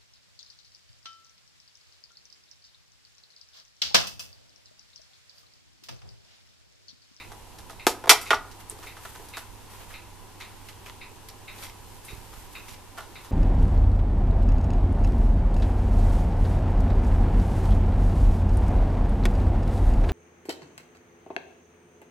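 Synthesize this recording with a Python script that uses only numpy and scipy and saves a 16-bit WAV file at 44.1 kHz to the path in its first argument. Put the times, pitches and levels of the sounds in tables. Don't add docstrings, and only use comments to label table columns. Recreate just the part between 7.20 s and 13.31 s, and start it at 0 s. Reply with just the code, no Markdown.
import sys
import numpy as np
from scipy import signal
from scipy.fft import rfft, irfft
from scipy.io import wavfile
from scipy.ndimage import uniform_filter1d

SR = 44100
rng = np.random.default_rng(int(sys.argv[2]) if len(sys.argv) > 2 else 0)


def generate_wav(sig):
    pcm = np.round(np.clip(np.atleast_2d(sig).T, -1, 1) * 32767).astype(np.int16)
    wavfile.write(sys.argv[1], SR, pcm)


N = 269451


def gain_of(db):
    return 10 ** (np.asarray(db) / 20)


def evened(x):
    return x / np.sqrt(np.mean(x ** 2) + 1e-20)


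def read(points, hz):
    point_hz, value = np.transpose(points)
    return np.interp(np.log(hz + 1), np.log(point_hz + 1), value)


def add(mix, start_s, sound):
    at = round(start_s * SR)
    part = mix[..., max(at, 0):][..., :sound.shape[-1] + min(at, 0)]
    part += sound[..., max(-at, 0):][..., :part.shape[-1]]


def sides(lean_db):
    return gain_of(np.array([lean_db / 2, -lean_db / 2]))


def paired(a, b, likeness, hz):
    same = np.clip(read(likeness, hz), -1, 1)
    return np.array([a, same * a + np.sqrt(1 - same ** 2) * b])


def slow(count, top_hz):
    t = np.arange(count) * N / count / SR
    total = 0
    for f in np.geomspace(.2, top_hz, num=24):
        total = total + np.sin(2 * np.pi * (f * t + rng.random())) / np.sqrt(f)
    return evened(total)


# lower edge in Hz, upper edge in Hz.
COLOUR_BANDS = [(250, 600), (600, 1050), (1050, 1800), (1800, 3500), (3500, 6500), (6500, 13000)]
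BAND_OCT = np.log2(np.sqrt(np.prod(COLOUR_BANDS, axis=1)) / 400)
BAND_FADE_SHARE = [1.05, 1.44, 1.16, 1.62, 1.7, 1.7]
# pitch in Hz, level in dB,
# time to fade by 60 dB in seconds (held between .01 and .07 when played).
OBJECT_MODES = [(446, 21, 0.025), (690, -1.5, 0.023), (885, 9.5, 0.016), (1294, 5, 0.031), (1455, 6, 0.032),
                (1597, -4, 0.034), (2160, -5.5, 0.056), (2380, 0.5, 0.043), (2700, 1, 0.018),
                (3600, -21, 0.027), (4800, 7, 0.018), (5800, 11.5, 0.0076)]
# pitch in Hz, likeness from 0 to 1.
NEAR_LIKENESS = [(60, 0.056), (180, 1), (530, 0.95), (1570, 0.99), (4650, 0.63), (13800, 0.11)]
STEEPER_ABOVE = 1.27
TREBLE_FROM_OCT = 3.6
TREBLE_SLOPE_DB, TREBLE_DROOP_DB = 8.5, 0.5


def contact_colour(top_oct, fall_db, treble_db):
    below = np.maximum(TREBLE_FROM_OCT - BAND_OCT, 0)
    above = np.maximum(BAND_OCT - TREBLE_FROM_OCT, 0)
    shelf_db = -TREBLE_SLOPE_DB * below - TREBLE_DROOP_DB * above
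    distance = np.maximum(top_oct - BAND_OCT, STEEPER_ABOVE * (BAND_OCT - top_oct))
    return gain_of(-fall_db * distance) + gain_of(treble_db + shelf_db)


def contacts(rows, lean_db, dry_db, grit_db, click_db):
    length = 6144
    out, t, hz = np.zeros((2, N)), np.arange(length) / SR, np.fft.rfftfreq(length, 1 / SR)
    bands = [signal.butter(3, edge, "bandpass", fs=SR, output="sos") for edge in COLOUR_BANDS]
    mode_hz, mode_db, mode_t60 = np.transpose(OBJECT_MODES)[..., None]
    mode_fade = gain_of(mode_db - 60 * t / np.clip(mode_t60, .01, .07))
    modes = mode_fade * np.sin(2 * np.pi * mode_hz * t)
    for s, peak_db, top_oct, fall_db, treble_db, t60 in rows:
        roughness = gain_of(grit_db * rng.standard_normal(length // 32).repeat(32))
        grit = rng.standard_normal((2, length)) * roughness
        grit = irfft(paired(*rfft(grit), NEAR_LIKENESS, hz))
        grit[:, 0] += gain_of(click_db)
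        body = gain_of(4.1 * rng.standard_normal(len(modes))) @ modes
        body = body / np.linalg.norm(body)
        body[0] = gain_of(dry_db)
        burst = 0
        for band, gain, share in zip(bands, contact_colour(top_oct, fall_db, treble_db), BAND_FADE_SHARE):
            fading = grit * gain_of(-60 * t / (share * t60))
            rung = signal.fftconvolve(fading, body[None, :3072], axes=1)[:, :length]
            burst = burst + gain * evened(signal.sosfilt(band, rung))
        burst = burst / abs(burst).max()
        add(out, s, gain_of(peak_db) * sides(lean_db)[:, None] * burst)
    return out


# start in seconds, peak level in dB,
# strongest pitch in octaves above 400 Hz, fall-off in dB per octave, treble in dB,
# basic time to fade by 60 dB in seconds.
CLATTER_CONTACTS = [(.6675, -2.5, 0.6, 2.5, -16.5, 0.024), (.6745, -11, 1.26, 9.5, -1.5, 0.093),
                    (.8395, -23.5, 1.2, 7.5, -25, 0.05), (.8585, -22, 1, 9.5, -18, .012),
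                    (.872, -20, 0.94, 9, -24, 0.033), (.878, -21, 1.2, 4.5, -22, 0.036),
                    (.894, 8, 3.04, 7, -10, 0.063), (.901, 3, 1.43, 14, 8, 0.051),
                    (.9095, -2, 1.5, 12, -8, 0.065), (1.014, -26, 4.5, 8, -6, 0.11),
                    (1.057, -32, 2.6, 6, -1, .064), (1.074, -33, 3.3, 1, 3, .15),
                    (1.106, -5, 1.99, 6.5, -46, 0.066), (1.1305, -6, 1.75, 18, -29, 0.025),
                    (1.1355, -11, 1.54, 11.5, -28, 0.062), (1.144, -17.5, 3.17, 10, -22, 0.067)]


def clatter():
    return contacts(CLATTER_CONTACTS, lean_db=-0.8, dry_db=5.5, grit_db=1.0, click_db=19.5)


# start in seconds, peak level in dB, strongest pitch in octaves above 400 Hz,
# treble in dB, basic time to fade by 60 dB in seconds.
SMALL_TAPS = [(.118, -31.5, 1.24, -10, 0.09), (.384, -34, 1.5, 3, .12), (.496, -29.5, 1.5, -12.5, 0.086),
              (.504, -34.5, 0, 5, 0.077), (1.313, -35.5, 3.5, -6, 0.1), (1.514, -33, 0, -7, 0.079),
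              (1.588, -36.5, 0.5, -7, .05), (1.627, -31.5, 2, -8, 0.13), (1.662, -37, 0, 0, .1),
              (1.766, -35, 1.8, -9, .1), (1.851, -28, 1.73, -14.5, 0.072), (1.952, -31.5, 1.6, -8, 0.061),
              (1.994, -38.5, 0.5, -21, 0.16), (2.086, -33.5, 4.5, 0, .061), (2.17, -25, 1.64, -7, .06),
              (2.499, -41.5, 1.2, -7, 0.061), (2.705, -37.5, 2, -14, .12), (3.202, -33.5, 3, -10, 0.13),
              (3.486, -32.5, 2.5, -6, 0.077), (3.659, -28, 2.5, -13, .15), (4.086, -34, 3.5, -4, .046),
              (4.381, -35, 3.5, 0, 0.066), (4.425, -27.5, 3, -9, 0.18), (4.901, -36.5, 0, -1, 0.23),
              (5.13, -36, 1.5, -8, 0.12), (5.325, -38, 5, -10, 0.1), (5.482, -32, 2.5, 1, 0.16),
              (5.534, -38, 3, -14, .06), (5.775, -32, 1.6, -20, 0.15), (5.78, -30, 1.7, -11, .15),
              (6.046, -37, 1.5, -1, .091)]


def small_taps():
    fall_db = 8
    rows = [(s, db, top_oct, fall_db, treble_db, t60) for s, db, top_oct, treble_db, t60 in SMALL_TAPS]
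    return contacts(rows, lean_db=-1.0, dry_db=9, grit_db=4.5, click_db=8.5)


# start in seconds, peak level in dB,
# pitch in Hz, width in Hz, starting level of the fizz in dB.
HIGH_SNAPS = [(1.4978, -16.5, 8970, 1860, -41), (4.0872, -30, 11500, 2500, -56),
              (4.849, -37, 10000, 1500, -45)]
FIZZ_T60_S = 0.11


def snaps():
    out, t, after = np.zeros(N), np.arange(-40, 120) / SR, np.arange(4000) / SR
    for s, db, hz, width, fizz_db in HIGH_SNAPS:
        swell = np.exp(-(np.pi * width * t) ** 2 / 2)
        add(out, s, gain_of(db) * swell * np.sin(2 * np.pi * hz * t))
        band = signal.butter(2, (hz - width, hz + width), "bandpass", fs=SR, output="sos")
        fizz = evened(signal.sosfilt(band, rng.standard_normal(len(after))))
        add(out, s + .001, gain_of(fizz_db - 60 * after / FIZZ_T60_S) * fizz)
    return out


# start in seconds, level in dB, starting pitch setting in Hz,
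# left minus right in dB.
LOW_THUMPS = [(4.932, -33.5, 66, -13), (4.981, -37.5, 70, -14), (5.177, -38, 50, -13),
              (5.521, -45, 45.5, -19)]


def thumps():
    out = np.zeros((2, N))
    for s, db, hz, lean_db in LOW_THUMPS:
        turns = np.arange(4000) / SR * hz
        push = np.sin(2 * np.pi * turns ** 0.61) * np.exp(-1.5 * turns)
        add(out, s, gain_of(db) * sides(lean_db)[:, None] * push)
    return out


# pitch in Hz, width in Hz (wider dies faster), level in dB.
CLOCK_MODES = [(1440, 750, 0), (2135, 285, 0.5), (2262, 170, -6), (2564, 246, 2.5), (3780, 187, -4.5),
               (4070, 260, -4.5), (4700, 460, -8)]
SWING_S = 1.0718
FIRST_TICK_S, TOCK_AFTER_S = .597, .467
TICK_DB, TOCK_DB = -35, -33
CLOCK_LEAD_S = .1


def clock():
    t = np.arange(3000) / SR
    modes = []
    for f, width, db in CLOCK_MODES:
        swell_and_fade = width * t * np.exp(-np.pi * width * t)
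        modes.append(gain_of(db) * swell_and_fade * np.sin(2 * np.pi * f * t))
    modes = np.array(modes)
    out = np.zeros(N + SR)
    swings = FIRST_TICK_S + SWING_S * np.arange(6)
    beats = [(s, TICK_DB) for s in swings] + [(s + TOCK_AFTER_S - SWING_S, TOCK_DB) for s in swings]
    for s, db in beats:
        for late_s, bounce_db in [(-.005, -7.5), (0, 7), (.007, -15.5), (.016, -6)]:
            case = gain_of(1.5 * rng.standard_normal(len(modes))) @ modes
            at = s + late_s + rng.uniform(-.001, .001) + CLOCK_LEAD_S
            add(out, at, gain_of(db + bounce_db) * case / abs(modes.sum(0)).max())
    return out


# pitch in Hz, likeness from 0 to 1.
AIR_LIKENESS = [(60, 0.3), (130, 0.82), (280, 0.02), (620, 0.74), (1340, 0.63), (2920, 0.35), (6350, 0.026),
                (13800, 0.06)]


def paired_noise(frames, hz):
    a, b, c, d = rng.standard_normal((4, frames, len(hz)))
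    return paired(a + 1j * b, c + 1j * d, AIR_LIKENESS, hz).transpose(0, 2, 1)


# time of the peak in seconds, level in dB, build-up in seconds,
# fade in seconds (both for a change of 20 dB), level of the body under 5 kHz in dB on top of the level.
RUSTLES = [(1.32, -63, .04, .3, -2), (1.41, -50, 0.037, .03, 5), (1.51, -44, .03, .02, -7),
           (1.67, -52.5, 0.27, .18, 5), (1.84, -48, 0.11, 0.73, -1.5), (2.18, -45.5, .04, .12, 5),
           (2.52, -52.5, .07, 0.38, 4.5), (2.62, -60.5, .08, 0.088, 19.5), (2.72, -54, 0.13, 0.16, 10),
           (3.21, -60.5, .04, 1.2, 10), (3.5, -48, 0.11, 0.025, -5), (3.67, -54, .035, .08, 12),
           (4.09, -54, .027, .027, -6), (4.44, -44.5, 0.2, 0.094, 3), (4.77, -53, 0.53, .07, -20),
           (4.85, -49, .046, .4, -8), (5.23, -51.5, 1, .16, -2), (5.34, -51, .08, .3, -12),
           (5.54, -50.5, .5, .04, -3), (5.78, -55, 0.022, 0.066, 16), (6.04, -58, 0.3, .17, 7)]
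# pitch in Hz, relative level in dB per Hz.
TOP_COLOUR = [(3000, -2.5), (5000, -3.5), (9000, -0.5), (14000, -0.5)]
# pitch in Hz, relative level in dB per Hz.
BODY_COLOUR = [(500, -7), (1200, 1), (3000, -6), (5500, -14)]


def rustle():
    frames, hz = N // 128 + 6, np.fft.rfftfreq(512, 1 / SR)
    t = np.arange(frames) * 128 / SR
    z = paired_noise(frames, hz)
    s, level_db, build_s, fade_s, body_db = np.transpose(RUSTLES)[..., None]
    swells = gain_of(level_db - 20 * np.maximum((s - t) / build_s, (t - s) / fade_s))
    top, body = gain_of(read(TOP_COLOUR, hz))[:, None], gain_of(read(BODY_COLOUR, hz))[:, None]
    unit = np.std(signal.istft(z * top, nperseg=512, noverlap=384)[1])
    flicker_db = 1.9 * rng.standard_normal(frames)
    shape = top * swells.max(0) + body * (swells * gain_of(body_db)).max(0)
    z *= shape * gain_of(flicker_db) / unit
    return signal.istft(z, nperseg=512, noverlap=384)[1][:, :N]


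# pitch in Hz, relative level in dB per Hz.
HUSH_COLOUR = [(10, -17), (18, 3), (28, 4.5), (50, -3), (70, 0.5), (95, -8.5), (150, -10.5), (362, -8.5),
               (681, -17), (786, -9), (880, -10), (985, -6.5), (1100, -14.5), (1200, -17.5), (2410, -21.5),
               (2700, -19), (3600, -22), (11300, -25), (14200, -28.5)]
# pitch in Hz, left minus right in dB.
HUSH_BALANCE = [(20, -7), (40, -8.5), (80, 0.5), (150, -1), (370, -4.5), (1000, 0)]
HUSH_DB = -46.5


def hush():
    frames, hz = N // 512 + 6, np.fft.rfftfreq(2048, 1 / SR)
    z = paired_noise(frames, hz)
    patches = rng.standard_normal((len(hz), frames))
    patches = uniform_filter1d(patches, size=20, axis=0)
    patches = evened(uniform_filter1d(patches, size=8, axis=1))
    level_db = read(HUSH_COLOUR, hz)[:, None] + 0.33 * patches + 0.25 * slow(frames, 2.6)
    z *= gain_of(level_db) * sides(read(HUSH_BALANCE, hz))[..., None]
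    return gain_of(HUSH_DB) * evened(signal.istft(z, nperseg=2048, noverlap=1536)[1][:, :N])


HUM_HZ, HUM_DB = 99.6, -56


def hum():
    level = np.sqrt(2) * gain_of(HUM_DB + 1.1 * slow(N, 8))
    return level * np.sin(2 * np.pi * HUM_HZ * np.arange(N) / SR)


# pitch in Hz, time to fade by 60 dB in seconds.
ROOM_FADE = [(200, 0.48), (1000, 0.41), (3000, 0.28), (10000, 0.25)]


def room(x):
    taps = np.zeros((2, SR // 2))
    starts = np.arange(80, SR // 2 - 20, 20)
    at = starts + rng.integers(0, 20, (2, len(starts)))
    np.put_along_axis(taps, at, rng.choice([-1., 1.], at.shape), 1)
    taps = irfft(paired(*rfft(taps), NEAR_LIKENESS, np.fft.rfftfreq(SR // 2, 1 / SR)))
    hz, t, z = signal.stft(taps, SR, nperseg=256)
    tail = signal.istft(z * gain_of(-60 * t / read(ROOM_FADE, hz)[:, None]), SR, nperseg=256)[1]
    return signal.fftconvolve(x[None], tail / np.linalg.norm(tail[0]), axes=1)[:, :len(x)]


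def scene():
    near = clatter() + small_taps() + snaps()
    near_echo = gain_of(-13.0) * room(near.mean(0))
    far = clock()
    ticks = gain_of(-8.0) * far + gain_of(-1.5) * room(far)
    ticks = ticks[:, round(CLOCK_LEAD_S * SR):][:, :N]
    return near + near_echo + ticks + thumps() + rustle() + hush() + hum()


EDGE_HZ = 14330


def record(dry):
    held = dry / (1 + dry ** 4) ** .25
    low_pass = signal.firwin(1023, EDGE_HZ, window=("kaiser", 9), fs=SR)
    return signal.oaconvolve(0.98 * held, low_pass[None], "same")


dry = scene()
out = record(dry)
generate_wav(out)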